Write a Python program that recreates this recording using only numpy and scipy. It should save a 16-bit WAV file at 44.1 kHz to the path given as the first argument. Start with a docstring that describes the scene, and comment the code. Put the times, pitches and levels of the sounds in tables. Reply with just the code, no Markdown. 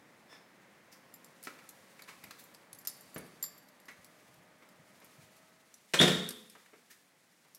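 """Coming home with keys

Someone with a bunch of keys in hand opens a front door and walks into an empty, hard-floored flat.
Keys click and ring, parts clack, shoes scuff and squeak, and the hand bumps the microphone: noise bursts
and dying tones. Outdoor murmur and rustling clothes are shaped noise; a faint far whine is a climbing tone.
Then the door swings shut: the latch meets the strike plate, squeaks across it in short gliding tones,
and the leaf bangs into the frame with thuds, rattles and its own ring. Bare walls answer."""
import sys
import numpy as np
from scipy import signal
from scipy.fft import irfft
from scipy.io import wavfile
from scipy.ndimage import uniform_filter1d

SR = 44100
rng = np.random.default_rng(int(sys.argv[2]) if len(sys.argv) > 2 else 0)


def transcribe(u):
    """Save the signal u as a 16-bit wav file named by the first command-line argument.

    u: samples, shape (n,) or (channels, n), limited to [-1, 1]; the rate is SR.
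    q: integer samples, one column per channel.
    """
    v = np.clip(np.atleast_2d(u).T, -1, 1)
    q = np.round(v * 32767).astype(np.int16)
    wavfile.write(sys.argv[1], SR, q)


N = 334277
TIME = np.arange(N) / SR  # seconds

# how the murmur of air and distant traffic is spread over pitch: (f/Hz, level/dB)
AIR_COLOUR = [(15, -78), (25, -38.5), (117, -9), (145, -5.5), (180, -1), (223, -3), (285, -4), (427, -8.5),
              (476, -5.5), (714, -7.5), (1400, -10.5), (2000, -8.5), (2910, -18.5), (12500, -32),
              (16000, -31)]
# how the rustle of clothes is spread over pitch: (f/Hz, level/dB)
RUSTLE_COLOUR = [(500, -19.5), (2000, 1.5), (4000, 0), (7000, -1), (11000, -3), (16000, -11)]
# how loud the clothes rustle, before the flutter: (t/s, level/dB)
RUSTLE_LEVEL = [(0, -75.5), (1, -75.5), (1.55, -67.5), (2.4, -66), (2.7, -76.5), (3.05, -64.5),
                (3.7, -73.5), (4.2, -68.5), (4.55, -74.5), (5.15, -66.5), (5.65, -70.5), (6.3, -63),
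                (7.15, -73), (7.58, -71)]
# how long the bare room takes to fade by 60 dB: (f/Hz, t60/s)
ROOM_FADE = [(60, 0.414), (200, 0.71), (500, 0.55), (1200, 0.66), (2500, 0.53), (3600, 0.69), (5500, 0.53),
             (14000, 0.59)]
# bumps of the hand and footfalls: (t/s, level/dB)
BUMPS = [(2.242, -55), (2.736, -62.5), (3.99, -60), (4.284, -60), (4.37, -59), (4.796, -60), (5.186, -60),
         (5.24, -60)]
# colour of a bump: (f/Hz, level/dB)
BUMP_COLOUR = [(25, -21), (60, -16), (110, 4.5), (190, 3.5), (300, -25), (1000, -34)]
# clacks of lock, handle and door, the first row a tick of the shoe as it squeaks: (t/s, level/dB, resonance of
# the part f/Hz)
CLACKS = [(.326, -53, 900), (1.47, -39, 1220), (1.588, -53.5, 2600), (1.992, -48, 2290), (2.308, -42, 3930),
          (3.160, -40.5, 534)]
# shoes on the hard floor: (t/s, level/dB, resonance f/Hz)
STEPS = [(3.881, -45, 1940), (4.620, -56.5, 1000), (5.015, -55, 900), (6.549, -53, 810),
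         (6.657, -59.5, 1900), (6.73, -54, 469), (7.445, -63, 900)]
# scrapes of a key or a sole: (t/s, level/dB, tilt/dB per octave, resonance f/Hz)
SCRAPES = [(.913, -55.5, 7.5, 5330), (1.435, -49.5, 9.5, 5000), (2.075, -47.5, 3, 990),
           (2.228, -53.5, -0.5, 2302), (2.381, -51, 12, 3830), (6.897, -53, 7.5, 1786)]
# colour shared by clacks, steps, scrapes and the shoe scuff: (f/Hz, level/dB)
CLACK_COLOUR = [(60, -29), (200, -5), (450, -0.5), (750, -6), (1150, -1.5), (2200, -2), (3200, -11.5),
                (6000, -16.5), (11000, -25.5), (16000, -30.5)]
# the clearest touches of the keys: (t/s, click level/dB, click tilt/dB per octave, looseness 0-1)
CLINKS = [(1.14, -51, 2, 0.59), (1.245, -51, 3, 0.42), (1.428, -48, 2, .25), (1.437, -41, 11, 0.13),
          (1.69, -43, 4, 0.2), (2.021, -45.5, -4, 0.37), (2.239, -46.5, -5.5, .38), (2.439, -58.5, 6, 0.58),
          (2.547, -49.5, -4, .22), (2.730, -41, 2.5, 0.15), (2.787, -54, 5, 0.65), (2.8502, -44, -3, .15),
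          (2.8725, -31, 0, .45), (2.898, -43.5, 0, .05), (3.009, -53, 10, 0.5), (3.145, -50.5, 16, 0.58),
          (3.180, -41.5, 9, .05), (3.427, -49.5, -6, 0.99), (3.439, -36.5, -2, .3), (3.579, -59, -2, 0.6),
          (4.045, -49, 3.5, 0.2), (5.045, -53, 15, 0.36), (5.741, -49.5, 0.5, .3), (6.289, -32.5, 3, 0),
          (6.307, -38.5, -2, 0), (6.498, -49, 0, .2), (7.548, -46, 3.5, .05)]
# colour of metal meeting metal: (f/Hz, level/dB)
CLICK_COLOUR = [(300, -31.5), (1500, -7), (3000, -9), (4800, 2), (7000, -3.5), (10500, 2), (13000, -6.5),
                (16000, -15.5)]
# ringing tones of the keys, before each touch changes them: (f/Hz, level/dB, fully loose t60/s)
KEY_MODES = [(4700, -20, .2), (4810, -18, .3), (4880, -20, .2), (5356, -21, .35), (7325, -2, .19),
             (7385, -8, .08), (9243, -13, .08), (11010, -15, .1), (11970, -9, .06), (12390, -3, .11),
             (12870, -7, .07), (12915, -2.5, .16)]
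# moments when the steel hoop holding the keys swings free and sings: (t/s, level/dB)
HOOP_KNOCKS = [(2.873, -57.5), (3.145, -65), (3.428, -59)]
# ringing tone of that hoop: (f/Hz, level/dB, t60/s)
HOOP_MODES = [(4610, -2.5, 1.03)]
# the latch slipping over the strike plate: (t/s, length/s, first f/Hz, last f/Hz, level/dB)
SLIPS = [(5.9892, 0.0097, 3106, 3770, -17.5), (5.9977, 0.0035, 3420, 3400, -12.5),
         (6.001, 0.0049, 3700, 3620, -20.5), (6.003, 0.013, 3403, 3340, -24.5),
         (6.012, .022, 3590, 3795, -20.5)]
# blows on the door: (t/s, thud level/dB, level/dB of rattling fittings, level/dB of the ringing leaf)
BLOWS = [(1.471, -53, -51, -77), (3.161, -43, -50.5, -51.5), (5.9361, -40.5, -27, -46.5),
         (5.941, -45, -23.5, -64.5), (6.001, -20.5, -27, -23), (6.012, -22.5, -20, -38),
         (6.027, -28.5, -23, -49.5), (6.040, -23, -29.5, -45.5), (6.078, -31, -26.5, -41)]
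# colour of the thud: (f/Hz, level/dB)
THUD_COLOUR = [(25, -39.5), (55, -34.5), (75, -33), (115, -19.5), (150, -3.5), (190, 1), (240, 0.5),
               (290, -8), (380, -7.5), (600, -15), (1000, -21.5), (3000, -49.5)]
# colour of the rattling fittings: (f/Hz, level/dB)
RATTLE_COLOUR = [(50, -40), (120, -18.5), (300, -8), (500, 3), (750, -6), (1050, -6.5), (1900, 0.5),
                 (2900, -5), (4500, -8), (8000, -12), (11000, -20), (15500, -30)]
# ringing tones of the door leaf: (f/Hz, level/dB, t60/s)
DOOR_MODES = [(153.5, 1.5, 0.38), (183.7, -1.5, 0.39), (220, -14, 1), (240, -3, 0.46), (330, -9, 0.55),
              (358.6, -6.5, 0.52), (426.9, -5.5, 0.67), (505, -14.5, .8), (733, -10, 0.46)]

# the murmur is loudest on the doorstep and drops in two stages: (from s, to s, change dB)
OUTDOOR_DB = -62
STEPPING_IN, DOOR_CLOSING = (3.44, 3.69, -1.7), (5.28, 5.92, -6.5)
FLUTTER_DB = 1.4  # typical wobble of the rustle
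# a faint far whine climbs steadily until the door shuts it out
WHINE_HZ, WHINE_CLIMB_HZ_PER_S, WHINE_DB = 497, 26.5, -73
WHINE_START_S, WHINE_END_S, WHINE_FADE_S = 0.58, 6.0, 0.48
SQUEAK_START_S, SQUEAK_LENGTH_S = .262, .15
SQUEAK_HZ, SQUEAK_DB, SQUEAK_SCUFF_DB = 1753, -60.5, -62
SQUEAK_PARTIALS_DB, SQUEAK_ROUGH = (-3.5, -2, 0.5), .045  # roughness is the typical pitch error, as a share
PART_HZ, PART_T60_S, PART_RISE_S = 1300, 0.072, 0.0014  # a middling part
# smaller parts are brighter (dB per octave, per octave of resonance) and die sooner (exponent)
PART_TILT_DB, PART_DAMPING = 2.5, 0.49
STEP_RISE_S, STEP_T60_S = 0.0042, .12
SCRAPE_RISE_S, SCRAPE_T60_S = .015, 0.14
# looser keys ring more; at EVEN_LOOSENESS ring and click get the same gain
RING_RANGE_DB, EVEN_LOOSENESS = 35, 0.56
JOSTLE_SPAN_S, JOSTLES_PER_S = (1.1, 6), 3  # faint chance touches while the bunch is carried
JOSTLE_DB, JOSTLE_TILT_DB, JOSTLE_LOOSENESS = -59.5, -2, .4
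BASS_CUT_HZ, TREBLE_CUT_HZ = 55.5, 15900


def amp(db):
    """Turns decibels into a gain."""
    return 10 ** (np.asarray(db) / 20)


def evened(x):
    """Scales a sound to an average strength (rms) of 1."""
    return x / np.sqrt(np.mean(x ** 2) + 1e-20)


def read(points, hz):
    """Reads between the rows of a table, with pitch spaced by ratio as the ear hears it."""
    f, value = np.transpose(points)
    return np.interp(np.log(hz + 1), np.log(f + 1), value)


def add(mix, s, sound):
    """Mixes a sound in at time s."""
    part = mix[max(round(s * SR), 0):][:len(sound)]
    part += sound[:len(part)]


def ramp(start, end):
    """Rises from 0 to 1 between two times."""
    return np.clip((TIME - start) / (end - start), 0, 1)


def noise(colour, size, tilt_db=0):
    """Makes noise of rms 1 with a given colour, tilted by some dB per octave."""
    hz = np.fft.rfftfreq(size, 1 / SR)
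    gain = amp(read(colour, hz) + tilt_db * np.log2(hz + 200))  # the 200 eases the tilt in the bass
    random_phases = np.exp(2j * np.pi * rng.random(len(hz)))
    return evened(irfft(gain * random_phases, size))


def burst(colour, rise, t60, tilt_db=0):
    """A contact: many crowded tones, heard as noise, that swell and die together."""
    t = TIME[:16384]
    rise = max(rise, 1 / SR)
    swell = np.minimum(t / rise, 1)
    fall = np.exp(-np.log(1000) * np.maximum(t - rise, 0) / t60)
    return noise(colour, len(t), tilt_db) * swell * fall


def ring(modes, looseness=1):
    """Separate dying tones of a struck object; held tight, it dies sooner."""
    t = TIME[:SR + SR // 2]
    out = np.zeros(len(t))
    for hz, db, t60 in modes:
        fall = np.exp(-np.log(1000) * t / (t60 * looseness))
        out += amp(db) * fall * np.sin(2 * np.pi * hz * t)
    return out


def room(x, wet_db, build_s):
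    """Adds the tail of bare walls: sparse reflections that build up, each band dying at its own speed."""
    is_echo = rng.random(SR) < 1 / 10
    build_up = np.minimum(TIME[:SR] / build_s, 1)
    taps = rng.choice([-1., 1.], SR) * is_echo * build_up
    hz, t, bands = signal.stft(taps, SR, nperseg=256)
    fall = np.exp(-np.log(1000) * t / read(ROOM_FADE, hz)[:, None])
    tail = signal.istft(bands * fall, SR, nperseg=256)[1]
    return x + amp(wet_db) * signal.fftconvolve(x, tail / np.linalg.norm(tail))[:N]


def background():
    """Outdoor air, which fades indoors and again as the door shuts, and the uneven rustle of clothes."""
    air_db = OUTDOOR_DB + sum(db * ramp(start, end) for start, end, db in (STEPPING_IN, DOOR_CLOSING))
    flutter = uniform_filter1d(rng.standard_normal(N), size=900)
    flutter = evened(uniform_filter1d(flutter, size=500))
    rustle_db = np.interp(TIME, *np.transpose(RUSTLE_LEVEL)) + FLUTTER_DB * flutter
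    return noise(AIR_COLOUR, N) * amp(air_db) + noise(RUSTLE_COLOUR, N) * amp(rustle_db)


def whine():
    """A thin, slightly unsteady climbing tone with a weaker octave above it."""
    waver = evened(uniform_filter1d(rng.standard_normal(N), size=3000))
    hz = (WHINE_HZ + WHINE_CLIMB_HZ_PER_S * TIME) * (1 + .007 * waver)
    phase = 2 * np.pi * np.cumsum(hz) / SR
    fade_in = ramp(WHINE_START_S, WHINE_START_S + WHINE_FADE_S)
    fade_out = ramp(WHINE_END_S - WHINE_FADE_S, WHINE_END_S)
    return amp(WHINE_DB) * (fade_in - fade_out) * (np.sin(phase) + amp(-3.5) * np.sin(2 * phase))


def bumps():
    """Soft low pushes that reach the microphone through the hand."""
    out = np.zeros(N)
    for s, db in BUMPS:
        # start a little early, so the push is nearly full at the listed time
        add(out, s - .008, amp(db) * burst(BUMP_COLOUR, rise=0.0093, t60=0.14))
    return out


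def squeak():
    """Rubber sticks and slips unevenly: three blurred partials and a scuff swell and fade together."""
    out, count = np.zeros(N), round(SQUEAK_LENGTH_S * SR)
    jitter = evened(uniform_filter1d(rng.standard_normal(count), size=30))
    phase = 2 * np.pi * np.cumsum(SQUEAK_HZ * (1 + SQUEAK_ROUGH * jitter)) / SR
    tone = sum(amp(db) * np.sin(k * phase) for k, db in enumerate(SQUEAK_PARTIALS_DB, 1))
    scuff = noise(CLACK_COLOUR, count, tilt_db=3)
    rub = amp(SQUEAK_DB) * evened(tone) + amp(SQUEAK_SCUFF_DB) * scuff
    add(out, SQUEAK_START_S, rub * signal.windows.hann(count))
    return room(out, wet_db=-6.5, build_s=.006)


def part_colour(resonance_hz):
    """Colour of a struck or rubbed part: the shared clack colour with one broad resonance."""
    grid_hz = np.geomspace(50, 16000, 120)
    octaves_away = np.log2(grid_hz / resonance_hz)
    return np.c_[grid_hz, read(CLACK_COLOUR, grid_hz) + 7 * np.exp(-(octaves_away / 0.25) ** 2)]


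def contacts():
    """Duller contacts: quick clacks, softer steps and slow scrapes, each a noise burst in the room."""
    out = np.zeros(N)
    for s, db, hz in CLACKS:
        t60 = PART_T60_S * (PART_HZ / hz) ** PART_DAMPING
        tilt_db = PART_TILT_DB * np.log2(hz / PART_HZ)
        add(out, s, amp(db) * burst(part_colour(hz), PART_RISE_S, t60, tilt_db))
    for s, db, hz in STEPS:
        tilt_db = PART_TILT_DB * np.log2(hz / PART_HZ)
        add(out, s, amp(db) * burst(part_colour(hz), STEP_RISE_S, STEP_T60_S, tilt_db))
    for s, db, tilt_db, hz in SCRAPES:
        add(out, s, amp(db) * burst(part_colour(hz), SCRAPE_RISE_S, SCRAPE_T60_S, tilt_db))
    return room(out, wet_db=-5.0, build_s=0.0057)


def jostles():
    """Faint touches at random moments, as rows like those of CLINKS."""
    start, end = JOSTLE_SPAN_S
    moments = rng.uniform(start, end, size=round(JOSTLES_PER_S * (end - start)))
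    return [(s, JOSTLE_DB, JOSTLE_TILT_DB, JOSTLE_LOOSENESS) for s in moments]


def touched_modes(looseness):
    """Each contact loads the keys differently, so every tone shifts a little in pitch and strength."""
    modes = []
    for hz, db, t60 in KEY_MODES:
        shifted_hz = hz * (1 + .002 * rng.standard_normal() / looseness ** 2)
        shifted_db = db + 2.5 * rng.standard_normal()
        # pressure mutes the low tones first
        shifted_db += 14 * (1 - looseness) * np.log2(shifted_hz / 13000)
        modes.append((shifted_hz, shifted_db, t60))
    return modes


def keys():
    """A sharp click of its own colour, then chatter; loose keys ring longer than keys pressed together."""
    clicks, rings = np.zeros(N), np.zeros(N)
    grid_hz = np.linspace(200, 16000, 36)
    for s, click_db, tilt_db, looseness in CLINKS + jostles():
        uneven_db = 3.5 * rng.standard_normal(len(grid_hz))
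        colour = np.c_[grid_hz, read(CLICK_COLOUR, grid_hz) + uneven_db]
        add(clicks, s, amp(click_db) * burst(colour, rise=0.00064, t60=0.024, tilt_db=tilt_db))
        for delay in rng.uniform(0.0018, 0.024, size=3):  # later rebounds are weaker
            rebound_db = click_db - 8 - 350 * delay
            add(clicks, s + delay, amp(rebound_db) * burst(colour, rise=.0005, t60=.03, tilt_db=tilt_db))
        ring_db = click_db + RING_RANGE_DB * (looseness - EVEN_LOOSENESS)
        looseness = np.clip(looseness, .25, 1)
        add(rings, s, amp(ring_db) * ring(touched_modes(looseness), looseness))
    out = room(clicks, wet_db=-10.5, build_s=.006) + rings
    out += amp(-17) * room(rings, wet_db=0, build_s=.01)
    for s, db in HOOP_KNOCKS:
        add(out, s, amp(db) * ring(HOOP_MODES))
    return out


def latch():
    """The latch sticks and slips: short gliding squeals with weak overtones."""
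    out = np.zeros(N)
    for s, length, first_hz, last_hz, db in SLIPS:
        count = max(round(length * SR), 2)
        phase = 2 * np.pi * np.cumsum(np.linspace(first_hz, last_hz, count)) / SR
        squeal = np.sin(phase) + amp(-24.0) * np.sin(2 * phase) + amp(-21) * np.sin(3 * phase)
        add(out, s, amp(db) * squeal * signal.windows.tukey(count, .5))
    return out


def door():
    """Every blow thuds, rattles the fittings and rings the leaf; the empty room answers loudly."""
    contact, leaf = latch(), np.zeros(N)
    leaf_ring = ring(DOOR_MODES)
    leaf_ring *= 1 - np.exp(-TIME[:len(leaf_ring)] / 0.017)  # the leaf's ring swells up over a moment
    for s, thud_db, rattle_db, ring_db in BLOWS:
        add(contact, s, amp(thud_db) * burst(THUD_COLOUR, rise=0.0028, t60=0.074))
        add(contact, s, amp(rattle_db) * burst(RATTLE_COLOUR, rise=0.00097, t60=0.09))
        add(leaf, s, amp(ring_db) * leaf_ring)
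    return room(contact, wet_db=-2.5, build_s=0.0061) + leaf


def scene():
    """Adds up all sources at one microphone."""
    return (background() + whine() + bumps() + squeak() + contacts() + keys() + door())[None]


def record(dry):
    """The small microphone sheds deep bass; then a steep filter cuts the highest treble."""
    bass_cut = signal.butter(3, BASS_CUT_HZ, "high", fs=SR, output="sos")
    thin = signal.sosfilt(bass_cut, dry)
    treble_cut = signal.firwin(511, TREBLE_CUT_HZ, window=("kaiser", 9), fs=SR)
    return signal.oaconvolve(thin, treble_cut[None], "same", axes=1)


dry = scene()
out = record(dry)
transcribe(out)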